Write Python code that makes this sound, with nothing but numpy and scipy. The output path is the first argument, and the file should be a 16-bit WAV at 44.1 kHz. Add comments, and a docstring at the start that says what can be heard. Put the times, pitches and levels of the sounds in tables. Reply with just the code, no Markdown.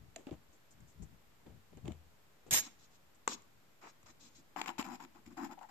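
"""A quiet room with a wooden board: fingers tap and shift on a hand-held camera, then steel tweezers close by
are picked up with a rattle, tap the board, slide over it and drag a flat chip across the grain.
Taps are short bursts of noise plus fading tones. Rattle, slides and drags are uneven noise, shaped by
tone colours and by the resonances of steel, chip and board. The hand makes rumble, rubs and soft bumps.
Room tone and microphone hiss lie under it all; taps, rattle, slides and drags also get a short room tail."""
import sys
import numpy as np
from scipy import signal
from scipy.fft import rfft, irfft, next_fast_len
from scipy.io import wavfile
from scipy.ndimage import map_coordinates

SR = 44100
rng = np.random.default_rng(int(sys.argv[2]) if len(sys.argv) > 2 else 0)


def pcm_store(signal):
    """Save signal as 16-bit PCM."""
    levels = np.round(np.clip(np.atleast_2d(signal), -1, 1) * 32767)
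    wavfile.write(sys.argv[1], SR, levels.astype(np.int16).T)


N = 251370

# Levels in the tables are relative: the functions below add their own trims.


def amp(db):
    """Decibels to gain."""
    return 10 ** (np.asarray(db) / 20)


def unit(x):
    """Scaled to rms 1."""
    return x / np.sqrt(np.mean(x ** 2) + 1e-20)


def sides(db):
    """Left and right gains for a level difference; positive is louder on the left."""
    return amp(np.array([db / 2, -db / 2]).reshape(2, -1))


def along(points):
    """(Hz, value) points joined on a log axis, as a function of frequency."""
    f, v = np.transpose(points)
    return lambda hz: np.interp(np.log(hz + 1), np.log(f + 1), v)


def colour(points):
    """Tone colour: gain at each frequency from (Hz, dB) points."""
    return lambda hz: amp(along(points)(hz))


def resonances(modes):
    """Sum of ringing (Hz, width Hz, dB) modes, every second one with its sign flipped."""
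    def response(f):
        total = 0
        for k, (centre, width, db) in enumerate(modes):
            damping = 1j * f * width
            total = total + (-1) ** k * amp(db) * damping / (centre ** 2 - f ** 2 + damping)
        return total
    return response


def twice(modes):
    """Resonances applied twice, which leaves dark valleys between them."""
    once = resonances([(hz, 1.5 * width, db / 2) for hz, width, db in modes])
    return lambda f: once(f) ** 2


def filtered(x, response):
    """x shaped by a response of frequency."""
    m = next_fast_len(N + 8192)
    return irfft(rfft(x, m) * response(np.fft.rfftfreq(m, 1 / SR)), m)[..., :N]


def strokes(rows, rises, fades, pan_db):
    """Stereo gain curve for each level column: strokes rise, hold and fade over shares of their length."""
    t = np.arange(N) / SR
    out = np.zeros((len(rows[0]) - 2, N))
    for start, length, *levels_db in rows:
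        corners = start + length * np.array([0, rises, 1 - fades, 1])
        at = slice(*np.searchsorted(t, corners[[0, 3]]))
        shape = np.sin(np.interp(t[at], corners, [0, 1, 1, 0]) * np.pi / 2) ** 2
        out[:, at] += amp(levels_db)[:, None] * shape
    return out[:, None] * sides(pan_db)


def grit(rate, rough_db, alike):
    """Stereo noise whose strength changes at random, rate times a second, with a slower drift on top."""
    knots = rng.standard_normal((2, int(N * rate / SR) + 4))
    fast = map_coordinates(knots[0], [np.arange(N) * rate / SR])
    slow = map_coordinates(knots[1], [np.arange(N) * rate / 5 / SR])
    a, b = rng.standard_normal((2, N))
    turn = np.arccos(alike) / 2  # mixing angle that makes left and right this much alike
    pair = np.array([np.cos(turn) * a + np.sin(turn) * b, np.cos(turn) * a - np.sin(turn) * b])
    return amp(rough_db * (fast + 1.33 * slow)) * pair


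def slips(rate, size_db):
    """Gain of a rub that sticks and lets go: sudden bursts at chance moments, gone in a few ms."""
    chance, size = rng.random((2, N))
    bursts = (chance < rate / SR) * size * amp(size_db)
    fade = amp(-60 * np.arange(SR // 50) / SR / 0.0064)
    return unit(1 + signal.fftconvolve(bursts, fade)[:N])


def rubbed(gain, source, response):
    """Noise under a gain curve, ringing on through a response whose own loudness is evened out."""
    return filtered(gain * source, response) / np.std(filtered(source, response))


# tone colour of room and microphone: f/Hz, level/dB
HUSH_COLOUR = [(12, -35), (24, 2.5), (40, -21.5), (73, -5), (160, -4.5), (300, -8), (900, -11),
               (2100, -15.5), (4100, -20.5), (6200, -23.5), (7500, -21), (8400, -27.5), (10000, -30.5),
               (13000, -22.5), (14500, -25), (14700, -59)]
# how alike left and right are: f/Hz, likeness (0 to 1)
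HUSH_LIKENESS = [(60, 0.1), (300, 0.41), (1400, 0.0042)]
# left-right balance: f/Hz, left minus right level/dB
HUSH_BALANCE = [(60, -2.5), (300, 1), (4400, 1), (8000, 0)]
HUSH_RMS_DB = -69


def hush():
    """Room tone and microphone hiss: steady noise, with a shared part and an opposed part in the two ears."""
    mid, side = rng.standard_normal((2, N))

    def turn(hz):
        return np.arccos(along(HUSH_LIKENESS)(hz)) / 2

    mid = filtered(mid, lambda hz: colour(HUSH_COLOUR)(hz) * np.cos(turn(hz)))
    side = filtered(side, lambda hz: colour(HUSH_COLOUR)(hz) * np.sin(turn(hz)))
    pair = np.array([mid + side, mid - side])
    pair = filtered(pair, lambda hz: sides(along(HUSH_BALANCE)(hz)))
    return amp(HUSH_RMS_DB) * unit(pair)


# the hand shifts its hold, a swell of rumble each time: t/s, peak level/dB
SHIFTS_OF_HOLD = [(0.0, -62), (.06, -62), (.32, -49), (.814, -65.5), (1.03, -56.5), (1.31, -67.5),
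                  (1.47, -56), (1.76, -66), (1.87, -49.5), (2.525, -51), (3.286, -81), (3.845, -66),
                  (4.042, -65.5), (4.83, -77), (5.272, -74)]
SWELL_DB_PER_S, SETTLE_DB_PER_S = 375, 151
STILL_DB = -80  # rumble of a hand held still
# tone colour of that rumble: f/Hz, level/dB
RUMBLE_COLOUR = [(22, -33), (50, 0.5), (80, -1), (160, -4), (400, -23.5), (900, -63)]
# fingers rubbing the camera: t/s, length/s, thin level/dB, dull level/dB
FINGER_RUBS = [(.161, 0.11, -76, -53), (.27, 0.041, -80, -57), (.313, 0.059, -78, -54.5),
               (.523, 0.072, -76.5, -67), (.706, 0.044, -71.5, -70.5), (.803, 0.015, -73.5, -66),
               (.872, 0.088, -74.5, -75.5), (1.02, 0.043, -67.5, -62), (1.455, 0.12, -89, -62),
               (1.726, 0.024, -92, -59), (1.77, 0.034, -85, -60.5), (1.844, .15, -78.5, -50.5),
               (2.463, .05, -77, -50), (3.145, .028, -75, -89), (3.828, .08, -90, -62)]
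# tone colour of the thin rub: f/Hz, level/dB
THIN_COLOUR = [(1500, -57), (4500, -12), (7200, 5), (9000, -9), (11000, -74)]
# tone colour of the dull rub: f/Hz, level/dB
DULL_COLOUR = [(100, -25), (300, 5), (700, -5.5), (1500, -21), (3200, -22.5), (6000, -39), (9000, -72.5)]
# bumps through the camera body: t/s, level/dB, f/Hz
BODY_BUMPS = [(.083, -48.5, 100), (.162, -39.5, 652), (.269, -33, 287), (.314, -33, 304),
              (.325, -35.5, 148), (.804, -54, 108), (1.025, -54.5, 276), (1.463, -50, 101),
              (1.479, -46.5, 202), (1.722, -52.5, 184), (1.77, -48.5, 248), (1.844, -35, 130),
              (1.857, -32.5, 154), (1.883, -29.5, 332), (1.907, -36.5, 210), (2.463, -49, 448),
              (2.523, -32.5, 121), (4.036, -53, 118), (4.792, -27, 250)]
BUMP_T60_S = 0.044  # time to fade by 60 dB
# the camera sways after a bump: t/s, level/dB, f/Hz, time to fade by 60 dB/s
CAMERA_SWAY = (1.885, -43, 82, .45)


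def grip():
    """Fingers shift on the camera: rumble and fading low tones in its shell, strongest on the left, and rubs."""
    starts, peaks_db = np.transpose(SHIFTS_OF_HOLD)
    since = np.arange(N) / SR - starts[:, None]
    swells_db = peaks_db[:, None] + np.minimum(SWELL_DB_PER_S * since, -SETTLE_DB_PER_S * since)
    rumble = amp(STILL_DB) + amp(swells_db).sum(axis=0)
    out = sides(9.6) * rubbed(rumble, grit(14, rough_db=4.0, alike=0.58), colour(RUMBLE_COLOUR))

    thin, dull = strokes(FINGER_RUBS, rises=0.074, fades=0.82, pan_db=3)
    out += amp(3.0) * rubbed(thin, grit(110, rough_db=0.0, alike=0), colour(THIN_COLOUR))
    out += rubbed(dull, grit(120, rough_db=3, alike=0.37), colour(DULL_COLOUR))

    shell = np.zeros((2, N + SR))
    t = np.arange(SR // 2) / SR
    bumps = [(*bump, BUMP_T60_S) for bump in BODY_BUMPS]
    for start, db, hz, t60 in [*bumps, CAMERA_SWAY]:
        port_hz = hz * (1 + 0.047 * rng.standard_normal((2, 1)))  # pitch differs a little at each port
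        push = amp(db - 60 * t / t60) * (1 - np.exp(-t / 0.0019))
        first = round(start * SR)
        shell[:, first:first + len(t)] += push * np.sin(2 * np.pi * port_hz * t)
    return out + sides(7.3) * shell[:, :N]


# fingers tap the camera, then tweezers tap the board: t/s, crack level/dB, treble level/dB against it,
# knock level/dB against it, knock f/Hz, left minus right level/dB
TAP_HITS = [(0.1604, -38.5, -0.5, -23, 665, -8.5), (.2684, -45.5, -27, -10, 840, -11),
            (0.3097, -52.5, -15, -5, 660, -16), (.3254, -58, -17, 2, 667, -5),
            (1.7714, -61.5, 2, -14, 660, -10), (1.8555, -52.5, -8, -10, 770, -13),
            (1.8786, -40.5, -10.5, -9, 764, -8.5), (1.919, -48.5, -2.5, -8, 600, 9.5),
            (2.5085, -33.5, 13, -14, 711, -3), (2.5267, -29, 7, -35, 1050, 0),
            (2.5364, -31.5, 17, -10, 664, 3), (2.5444, -35.5, 5, -5, 910, 2),
            (3.2764, -24, 1, 1.5, 1060, 5), (3.4206, -66, 8, -9, 830, -12), (4.0292, -62, 5, -2, 1140, 5),
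            (4.5619, -43, -15, 7.5, 837, 11.5), (4.592, -39.5, -18, -9, 890, 6.5),
            (4.6146, -25.5, -9, -7.5, 857, 6), (4.6595, -35.5, -10, -6.5, 1060, 4),
            (4.6806, -31, -23, -19, 877, 8), (4.6908, -33, -19, -8, 995, 4),
            (4.7816, -42.5, -8, 0, 830, 12), (4.795, -31.5, -21, -7, 1110, 6.5),
            (4.8016, -38, -32, -2, 1084, 5), (4.8255, -38, -9, -9, 810, 5.5), (4.8867, -53, 5, -1, 885, 1),
            (5.002, -47.5, -13, -3.5, 900, 5), (5.0482, -47.5, -16, -10, 1330, 6.5),
            (5.512, -58, -14, 4, 900, 5), (5.59, -53, -8, -2, 750, 3), (5.629, -54, -3, 0, 980, 6)]
# tones of one knock: ratio to the knock's pitch, level/dB
KNOCK_TONES = [(.45, -7.5), (1.001, 1), (1.4, -8)]
# a tap's treble: f/Hz, width/Hz, level/dB
SNAP_MODES = [(6000, 1800, -11), (7330, 1010, 4)]
# a tap's very top: f/Hz, width/Hz, level/dB
TICK_MODES = [(12150, 2200, -1)]
CRACK_HZ, TAP_T60_S = 2450, .013
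TICK_DB, TICK_FOLLOWS = -15, 0.17  # the top's drive, and how far it follows the treble column


def taps():
    """Each tap: a short crack of noise and a few cycles of the tapped camera or wood, different at each port."""
    crack, snap, tick, knock = np.zeros((4, 2, N + SR))
    t = np.arange(SR // 10) / SR
    band = np.tile(np.concatenate(signal.iirpeak(CRACK_HZ, 1.3, SR)), (2, 1))  # one resonance, twice
    for start, db, snap_db, knock_db, hz, pan_db in TAP_HITS:
        first = round(start * SR)
        at = slice(first, first + len(t))
        blow = sides(pan_db) * amp(db - 60 * t / TAP_T60_S) * (1 - np.exp(-t / 0.0006))
        noise = rng.standard_normal((3, 2, len(t)))
        crack[:, at] += signal.sosfilt(band, amp(9.5) * blow * noise[0])
        snap[:, at] += amp(snap_db + 10.5) * blow * noise[1]
        tick[:, at] += amp(TICK_DB + TICK_FOLLOWS * snap_db) * blow * noise[2]
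        for ratio, level_db in KNOCK_TONES:
            tone_hz = ratio * hz * (1 + 0.037 * rng.standard_normal((2, 1)))
            swing = np.sin(2 * np.pi * tone_hz * t) * amp(12 * t / TAP_T60_S)  # knock outlasts the crack
            knock[:, at] -= amp(knock_db + level_db + 5.0) * blow * swing
    out = crack[:, :N] + filtered(snap[:, :N], twice(SNAP_MODES))
    out += filtered(tick[:, :N], twice(TICK_MODES))
    return out + filtered(knock[:, :N], resonances([(830, 3600, 0.0049)]))


# the two steel arms chattering: t/s, length/s, ring level/dB, clatter level/dB
ARM_RATTLE = [(2.509, 0.028, -36.5, -44), (2.527, 0.096, -31.5, -40.5)]
# ringing of the tweezers: f/Hz, width/Hz, level/dB
STEEL_MODES = [(3540, 44, -13), (3955, 55, -9), (5490, 110, -13), (5880, 120, -10), (6613, 29, 3.5),
               (7240, 36, -2.5), (7510, 40, -4.5), (7840, 45, -22.5), (8570, 23, -27), (9070, 115, -8.5),
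               (9980, 60, -33), (10390, 83, -17), (11840, 110, -13.5), (12300, 200, -17), (12580, 35, -4),
               (13500, 15, -23), (13500, 60, -27), (14960, 120, -20)]
# the arms face the ports differently: f/Hz, left minus right level/dB
STEEL_BALANCE = [(3000, 4), (8000, -0.5), (11000, -2)]
# tone colour of the clatter: f/Hz, level/dB
CLATTER_COLOUR = [(88, -38), (150, -8), (575, -8.5), (917, -6), (1430, -11), (1710, -3.5), (3720, -7),
                  (6170, -5.5), (6940, -13.5), (8430, -4), (9290, -41), (11100, -41), (12700, 4),
                  (14800, -35), (15700, -50)]


def rattle():
    """The arms chatter against each other: quick contacts ring the steel over a broad clatter."""
    ring, clatter = strokes(ARM_RATTLE, rises=.04, fades=0.64, pan_db=-2)
    contacts = slips(191, size_db=-1) * grit(300, rough_db=0.0, alike=-0.21)

    def ringing(hz):
        return resonances(STEEL_MODES)(hz) * sides(along(STEEL_BALANCE)(hz))

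    out = amp(1.0) * rubbed(ring, contacts, ringing)
    return out + amp(8.0) * rubbed(clatter, contacts, colour(CLATTER_COLOUR))


def damped_steel():
    """The lower steel modes, widened by the touch of fingers and wood."""
    return twice([(hz, 2.6 * width, db / 2) for hz, width, db in STEEL_MODES if hz < 8500])


# tweezer tips sliding on wood; the first row is the rattle dying away: t/s, length/s, hiss level/dB, body
# level/dB, board level/dB
TIP_SLIDES = [(2.6, 0.095, -57.5, -56, -64), (2.783, 0.094, -69.5, -78, -91), (2.903, .08, -74.5, -88, -95),
              (3.276, .092, -49.5, -54, -57), (3.809, 0.12, -65.5, -65.5, -80),
              (4.056, 0.071, -63, -65.5, -69.5), (4.192, 0.12, -63.5, -70, -67.5),
              (4.302, 0.054, -76, -92, -75), (4.345, 0.077, -66, -88, -65)]
# tone colour of grit under the tips: f/Hz, level/dB
GLIDE_COLOUR = [(1060, -38), (1800, -26), (2520, -2.5), (2980, -6.5), (3740, -1.5), (5510, 0), (5810, -4),
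                (7310, 2.5), (9780, -34.5), (10200, -57), (12100, -12.5), (14300, -30), (14800, -41)]
# tone colour of wood under the tips: f/Hz, level/dB
BODY_COLOUR = [(250, -22), (550, -3), (1100, 3), (1500, -3), (2500, -6), (5000, -44)]
# ringing of the board, for slides and drags: f/Hz, width/Hz, level/dB
BOARD_MODES = [(222, 77, 2.5), (352.8, 26, 4.5)]


def slides():
    """The tips skate on wood: grit hisses and keeps the steel singing faintly, and wood and board answer."""
    hiss, body, board = strokes(TIP_SLIDES, rises=0.11, fades=0.36, pan_db=2.5)
    grain = grit(150, rough_db=1.5, alike=0)
    out = amp(-1.2) * rubbed(hiss, grain, colour(GLIDE_COLOUR))
    out += amp(-4) * rubbed(hiss, grain, damped_steel())
    out += rubbed(body, grit(80, rough_db=4.0, alike=0.089), colour(BODY_COLOUR))
    return out + rubbed(board, grit(90, rough_db=-3.0, alike=0.98), twice(BOARD_MODES))


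# the chip dragged over the board: t/s, length/s, scrape level/dB, board level/dB, hiss level/dB
CHIP_DRAGS = [(4.561, 0.064, -45.5, -51.5, -51), (4.62, 0.043, -63, -59, -58),
              (4.659, 0.026, -54, -63, -57), (4.672, 0.048, -46.5, -54, -49.5),
              (4.781, 0.05, -47.5, -52.5, -48), (4.829, 0.16, -51.5, -51.5, -60.5),
              (4.997, .022, -50.5, -58, -68), (5.012, 0.055, -61.5, -60, -64),
              (5.144, 0.065, -65, -62, -73), (5.255, 0.044, -72, -58.5, -72),
              (5.301, 0.044, -68, -61.5, -70), (5.364, 0.13, -46.5, -48.5, -57.5),
              (5.489, 0.027, -52.5, -57, -73), (5.507, 0.043, -50.5, -59, -67.5),
              (5.572, 0.024, -50.5, -81.5, -88), (5.606, 0.062, -50, -88, -71.5),
              (5.686, .025, -58, -74, -71)]
# ringing of the chip on wood: f/Hz, width/Hz, level/dB
CHIP_MODES = [(800, 161, 15.5), (963, 34, 15.5), (1058, 97, -17), (1290, 120, -6.5), (1950, 210, -13.5),
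              (2450, 75, -24), (3250, 150, -37)]
# tone colour of the broad part of the scrape: f/Hz, level/dB
RASP_COLOUR = [(350, -50), (700, -5.5), (1000, 8.5), (1500, 1), (2400, -13.5), (3300, -28), (5000, -48)]
# tone colour of grit under the chip: f/Hz, level/dB
HISS_COLOUR = [(1470, -10.5), (2500, -2.5), (2930, -11), (4360, -15), (5240, -7), (6010, -23), (7170, -2.5),
               (9010, -34), (10300, -57), (11500, -14.5), (12300, -13.5), (13700, -29), (15500, -63)]


def drags():
    """The chip's legs catch the grain: chip, board and tweezers resonate, grit hisses."""
    scrape, board, hiss = strokes(CHIP_DRAGS, rises=0.13, fades=0.49, pan_db=10)
    slipping = slips(240, size_db=1.0)
    catch = slipping * grit(200, rough_db=0.2, alike=0.36)
    grain = slipping * grit(230, rough_db=2.44, alike=-0.14)
    rasp = np.sqrt(scrape * hiss)  # harder strokes rasp more
    out = amp(-5.0) * rubbed(scrape, catch, twice(CHIP_MODES))
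    out += amp(-0.5) * rubbed(rasp, catch, colour(RASP_COLOUR))
    out += sides(-5.0) * rubbed(board, grit(60, rough_db=1.0, alike=0.88), twice(BOARD_MODES))
    out += sides(-7.0) * amp(2.0) * rubbed(hiss, grain, colour(HISS_COLOUR))
    return out + sides(-10.0) * amp(-9.5) * rubbed(hiss, grain, damped_steel())


# tone colour of the room tail: f/Hz, level/dB
WALL_COLOUR = [(100, 8.5), (1100, -3), (2500, -1), (7000, -7.5), (10000, -16.5)]


def room(x):
    """A short dull tail from the walls: fading noise, unrelated at the two ports."""
    t = np.arange(SR // 2) / SR
    tail = rng.standard_normal((2, len(t))) * amp(-60 * t / 0.36)
    tail /= np.linalg.norm(tail[0])
    return filtered(signal.fftconvolve(x, tail, axes=1)[:, :N], colour(WALL_COLOUR))


def scene():
    """Taps, rattle, slides and drags get some room; the grip and the hush do not."""
    near = taps() + rattle() + slides() + drags()
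    return near + amp(-11.5) * room(near) + grip() + hush()


# the microphone's treble loss: f/Hz, level/dB
MIC_COLOUR = [(20, 0), (14400, 1.5), (15000, -8), (15800, -29)]
TOP_HZ = 15865  # band limit


def record(dry):
    """The microphone fades at the top; nothing passes the band limit; the converter adds a small offset."""
    return filtered(dry, lambda hz: colour(MIC_COLOUR)(hz) * (hz < TOP_HZ)) - .00046


dry = scene()
out = record(dry)
pcm_store(out)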